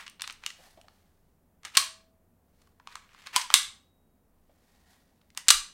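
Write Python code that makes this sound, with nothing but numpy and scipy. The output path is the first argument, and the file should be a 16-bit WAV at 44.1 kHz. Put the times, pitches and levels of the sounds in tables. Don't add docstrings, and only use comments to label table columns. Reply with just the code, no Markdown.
import sys
import numpy as np
from scipy import signal
from scipy.fft import rfft, irfft, next_fast_len
from scipy.io import wavfile
from scipy.ndimage import uniform_filter1d

SR = 44100
rng = np.random.default_rng(int(sys.argv[2]) if len(sys.argv) > 2 else 0)


def dump(signal):
    limited = np.clip(np.atleast_2d(signal).T, -1, 1)
    pcm = np.round(limited * 32767).astype(np.int16)
    wavfile.write(sys.argv[1], SR, pcm)


N = 252693
TIME = np.arange(N) / SR
IMPACT_TIME = np.arange(8192) / SR
IMPACT_HZ = np.fft.rfftfreq(len(IMPACT_TIME), 1 / SR)

# frequency_hz, t60_s
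ROOM_DECAY = [(200, 0.11), (1000, 0.36), (4000, 0.33), (8000, 0.31), (15000, .22)]

# frequency_hz, level_db
ROOM_SPECTRUM = [(12, -33.5), (20, 4), (27, -17), (86, -6.5), (123, -22), (154, -12), (234, -13.5),
                 (319, -20), (485, -22), (659, -23.5), (3070, -44), (4670, -47), (16000, -38.5)]
PUFF_SPECTRUM = [(10, -9), (25, 10), (60, -29), (200, -65), (1000, -110)]
CLOTH_SPECTRUM = [(410, -32), (700, 2.5), (1200, -5.5), (1840, -2.5), (2560, -7), (4200, -6),
                  (13300, -14.5), (16000, -21.5)]
SLIDE_SPECTRUM = [(240, -25.5), (600, -14), (1080, -2.5), (2100, -1), (3100, -5), (4500, -9.5),
                  (8000, -16.5), (11000, -23), (16000, -29)]
GRIP_SPECTRUM = [(150, -30), (470, -5.5), (660, 2.5), (820, -5), (1200, -23), (4000, -25), (16000, -86)]
SHELL_SPECTRUM = [(100, -56), (400, -36.5), (750, -26), (1100, -13), (1450, -11), (2000, -8), (2900, -6),
                  (4200, -8.5), (5200, -7), (8900, -8.5), (10500, -16), (16000, -27)]

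# peak_s, level_db, rise_s, fall_s
AIR_PUFFS = [(5.555, -47, 0.056, 0.083)]
GRIP_SQUEAKS = [(4.85, -78.5, 0.46, .55)]
ARM_MOVES = [(.66, -58, 0.27, 0.17), (.95, -72, .5, 0.54), (2.62, -73.5, 0.24, 0.24),
             (4.72, -70.5, 0.45, 1), (4.91, -64, 0.093, 0.18)]
SLIDE_STROKES = [(.005, -43.5, .05, 0.073), (.3, -49.5, .06, 0.036), (.445, -51, 0.029, 0.099),
                 (1.655, -45, 0.017, .06), (1.767, -37, 0.037, 0.017), (2.915, -53, 0.055, 0.16),
                 (3.2, -56, 0.2, .3), (3.265, -46, 0.016, 0.059), (3.335, -41.5, .008, 0.061),
                 (3.362, -28, 0.022, 0.063), (3.51, -37, 0.017, 0.066), (5.38, -41, 0.014, 0.017),
                 (5.475, -50, 0.019, 0.039)]

# start_s, level_db
HAND_BUMPS = [(0.59, -51), (0.624, -64.5), (0.663, -57), (0.774, -46), (0.843, -52), (4.494, -55.5)]
# start_s, pitch_hz, level_db, t60_s
SPRING_MODES = [(1.772, 651, -56, 1.3), (3.541, 3817, -57.5, 1.05), (3.541, 797, -69.5, 1.4)]
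# pitch_hz, level_db, t60_s
PLASTIC_MODES = [(1658, -1.5, 0.059), (2890, -1.5, 0.09), (3700, -12.5, 0.12), (4220, -4.5, 0.0083),
                 (6150, -4.5, 0.02), (8918, -5.5, 0.027)]
# start_s, level_db, knock_db, treble_db, part_hz, chatter_s
LIGHT_CONTACTS = [(0.0644, -33.5, -17.5, -19, 2070, .007), (0.079, -26.5, -21, -13, 2800, 0.0014),
                  (0.098, -35, -28, 15, 6260, .0013), (0.196, -36, -8.5, -30, 2530, 0.0051),
                  (0.208, -30, -19, -12, 2700, 0.0029), (0.2194, -16.5, -19.5, 1.5, 3530, 0.0021),
                  (0.2392, -28.5, -13.5, -45, 4140, 0.0072), (0.276, -21, -13, -4, 3840, 0.0015),
                  (0.298, -26, -15, -28, 2000, .003), (0.3075, -28, -14.5, -12, 2850, 0.0015),
                  (0.325, -36, -27.5, 18, 6350, 0.0022), (0.437, -30.5, -19.5, -35, 2390, .0023),
                  (0.4627, -13.5, -29, -2.5, 2920, 0.002), (0.503, -29.5, -18, -16, 1990, 0.0033),
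                  (0.814, -39.5, -19, -2, 3050, 0.0013), (0.883, -42.5, -1.5, -18, 4500, 0.0023),
                  (1.633, -41.5, -9, -7.5, 2230, 0.0023), (1.65, -25.5, -13.5, -4.5, 1907, 0.0054),
                  (1.751, -24, -19.5, -11, 2870, 0.0079), (2.617, -53.5, -12.5, -1, 2006, 0.0052),
                  (2.672, -56, 2, -0.5, 3000, 0.0026), (2.7984, -50.5, 7, -19, 1650, 0.0026),
                  (2.873, -29.5, -0.5, -15, 1500, 0.0018), (2.955, -26, -3.5, -4, 1710, 0.002),
                  (3.147, -43, 2.5, -14.5, 1540, .0013), (3.2708, -23.5, -12, -8, 4400, 0.0011),
                  (3.413, -22.5, -21, -8, 5870, 0.0079), (3.5024, -20.5, 1, -15, 3180, 0.0024),
                  (5.214, -54.5, -10.5, -22, 4000, .003), (5.303, -47, -31.5, -7, 2110, 0.0024),
                  (5.349, -45.5, -7, 3, 3900, 0.0018), (5.3744, -16, -16.5, 2, 1930, 0.0023)]
# start_s, level_db, knock_db, knock_hz, catch_hz, chatter_s, thud_db, rebound_db, rebound_hz
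CATCH_BLOWS = [(1.7701, 0, -10, 1110, 3110, 0.0038, -31, -2, 4420),
               (3.3621, -1.5, -1.5, 1007, 2950, 0.0016, -39, -10.5, 4750),
               (3.5404, 8, -18.5, 1090, 3503, 0.0023, -66.5, -17, 3500),
               (5.4837, 2.5, -18, 1400, 7400, 0.0016, -41, -4, 4200),
               (5.5038, 5.5, -12, 1201, 4210, 0.0029, -52, -7, 8700)]


def amp(db):
    return 10 ** (np.asarray(db) / 20)


def unit(x):
    return x / np.sqrt(np.mean(x ** 2) + 1e-20)


def along(points, hz):
    frequencies, values = np.transpose(points)
    return np.interp(np.log(hz + 1), np.log(frequencies + 1), values)


def add(track, start_s, sound):
    part = track[max(round(start_s * SR), 0):][:len(sound)]
    part += sound[:len(part)]


def filtered(x, gain):
    size = next_fast_len(len(x) + 8192)
    return irfft(rfft(x, size) * gain(np.fft.rfftfreq(size, 1 / SR)), size)[:len(x)]


def coloured(noise, spectrum):
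    return unit(filtered(noise, lambda hz: amp(along(spectrum, hz))))


def causal(gain):
    cepstrum = irfft(np.log(np.maximum(gain, 1e-5)))
    half = len(cepstrum) // 2
    cepstrum[1:half] *= 2
    cepstrum[half + 1:] = 0
    return np.exp(rfft(cepstrum))


def resonance(hz, width_hz):
    damping = 1j * IMPACT_HZ * width_hz
    return damping / (hz ** 2 - IMPACT_HZ ** 2 + damping)


def grains(rate_hz, spread_db):
    knots = rng.standard_normal(int(N * rate_hz / SR) + 2)
    strength = amp(spread_db * np.interp(TIME * rate_hz, np.arange(len(knots)), knots))
    return rng.standard_normal(N) * strength


def swells(gestures, swell_db=20):
    power = np.zeros(N)
    for peak_s, level_db, rise_s, fall_s in gestures:
        away = np.maximum((peak_s - TIME) / rise_s, (TIME - peak_s) / fall_s)
        power += amp(level_db - swell_db * away) ** 2
    return np.sqrt(power)


def room(x, wet_db, build_s=0.0012):
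    hz, t, noise = signal.stft(rng.standard_normal(SR // 2), SR, nperseg=256)
    fade = amp(-60 * t / along(ROOM_DECAY, hz)[:, None]) * (1 - np.exp(-t / build_s))
    tail = signal.istft(noise * fade, SR, nperseg=256)[1]
    response = amp(wet_db) * tail / np.linalg.norm(tail)
    response[0] += 1
    return signal.fftconvolve(x, response)


def room_noise(level_db=-66.5):
    return amp(level_db) * coloured(rng.standard_normal(N), ROOM_SPECTRUM)


def puff():
    return swells(AIR_PUFFS) * coloured(rng.standard_normal(N), PUFF_SPECTRUM)


def squeak(pitch_hz=1882, half_width_hz=45):
    tone = filtered(rng.standard_normal(N), lambda hz: 1 / (1 + ((hz - pitch_hz) / half_width_hz) ** 2))
    return swells(GRIP_SQUEAKS) * unit(tone)


def rubbing():
    slide = swells(SLIDE_STROKES) * coloured(grains(rate_hz=400, spread_db=4), SLIDE_SPECTRUM)
    cloth = swells(ARM_MOVES) * coloured(grains(rate_hz=230, spread_db=2), CLOTH_SPECTRUM)
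    return room(amp(-0.5) * (slide + cloth), wet_db=-9.5)[:N]


def chatter(pressure, evenness=0.55):
    burst = rfft(rng.standard_normal(len(IMPACT_TIME)) * pressure)
    ripple = np.sqrt(np.abs(uniform_filter1d(np.abs(burst) ** 2, size=70)))
    return burst / causal(ripple ** evenness)


def bumps(decay_s=0.013):
    out = np.zeros(N)
    grip = causal(amp(along(GRIP_SPECTRUM, IMPACT_HZ)))
    for start_s, level_db in HAND_BUMPS:
        thud = irfft(chatter(np.exp(-IMPACT_TIME / decay_s)) * grip)
        add(out, start_s, amp(level_db - 1.5) * room(thud / np.abs(thud).max(), wet_db=-7))
    return out


def spring():
    out = np.zeros(N)
    for start_s, pitch_hz, level_db, t60_s in SPRING_MODES:
        mode = np.sin(2 * np.pi * pitch_hz * TIME) * amp(-60 * TIME / t60_s)
        add(out, start_s, amp(level_db) * mode)
    return out


def contact(chatter_s, treble_db, part_hz, knock_hz, knock_db, part_db, part_loss, knock_width_hz):
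    pulse = np.exp(-(IMPACT_TIME / chatter_s * 1.3 - 0.4) ** 2)
    pressure = pulse + 0.12 * np.exp(-IMPACT_TIME / (1.4 * chatter_s))
    modes = sum(amp(db + rng.normal(0, 1.4)) * resonance(hz, np.log(1000) / np.pi / t60_s)
                for hz, db, t60_s in PLASTIC_MODES)
    modes += amp(part_db) * resonance(part_hz, part_loss * part_hz)
    edge = amp(treble_db / (1 + (6500 / (IMPACT_HZ + 1)) ** 4))
    shell = causal(amp(along(SHELL_SPECTRUM, IMPACT_HZ)) * edge)
    crack = irfft(chatter(pressure) * shell * (1 + modes))
    hollow = irfft(chatter(pressure) * resonance(knock_hz, knock_width_hz) * resonance(knock_hz, 670))
    return np.sqrt(np.mean(pressure ** 2)) * (unit(crack) + amp(knock_db) * unit(hollow))


def clicks():
    out = np.zeros(N)
    for start_s, level_db, knock_db, treble_db, part_hz, chatter_s in LIGHT_CONTACTS:
        knock_hz = rng.normal(1130, 40)
        tick = contact(chatter_s, treble_db, part_hz, knock_hz, knock_db + 2.5,
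                       part_db=5.5, part_loss=0.054, knock_width_hz=350)
        add(out, start_s, amp(level_db - 9.5) * room(tick, wet_db=-9.5))
    return out


def snaps(rebound_delay_s=0.0036, rebound_chatter_s=0.0039, first_treble_db=5, push_s=0.00049):
    out = np.zeros(N)
    thud = IMPACT_TIME / push_s * np.exp(1 - IMPACT_TIME / push_s)
    for (start_s, level_db, knock_db, knock_hz, catch_hz, chatter_s,
         thud_db, rebound_db, rebound_hz) in CATCH_BLOWS:
        first = (start_s, level_db, first_treble_db, chatter_s, catch_hz)
        rebound = (start_s + rebound_delay_s, level_db + rebound_db, 0, rebound_chatter_s, rebound_hz)
        for blow_s, blow_db, treble_db, length_s, part_hz in (first, rebound):
            blow = contact(length_s, treble_db, part_hz, knock_hz, knock_db - 3,
                           part_db=4.5, part_loss=0.15, knock_width_hz=80)
            add(out, blow_s, amp(blow_db - 10) * room(blow, wet_db=-7.5))
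        add(out, start_s, amp(thud_db) * thud)
    return out


def scene():
    background = room_noise()
    handling = clicks() + snaps() + spring() + bumps() + rubbing() + squeak() + puff()
    return (background + handling)[None]


def record(dry, hardness=5, top_hz=16000):
    clipped = dry[0] / (1 + np.abs(dry[0]) ** hardness) ** (1 / hardness)
    return filtered(clipped, lambda hz: 1 / np.sqrt(1 + (hz / top_hz) ** 160))[None]


dry = scene()
out = record(dry)
dump(out)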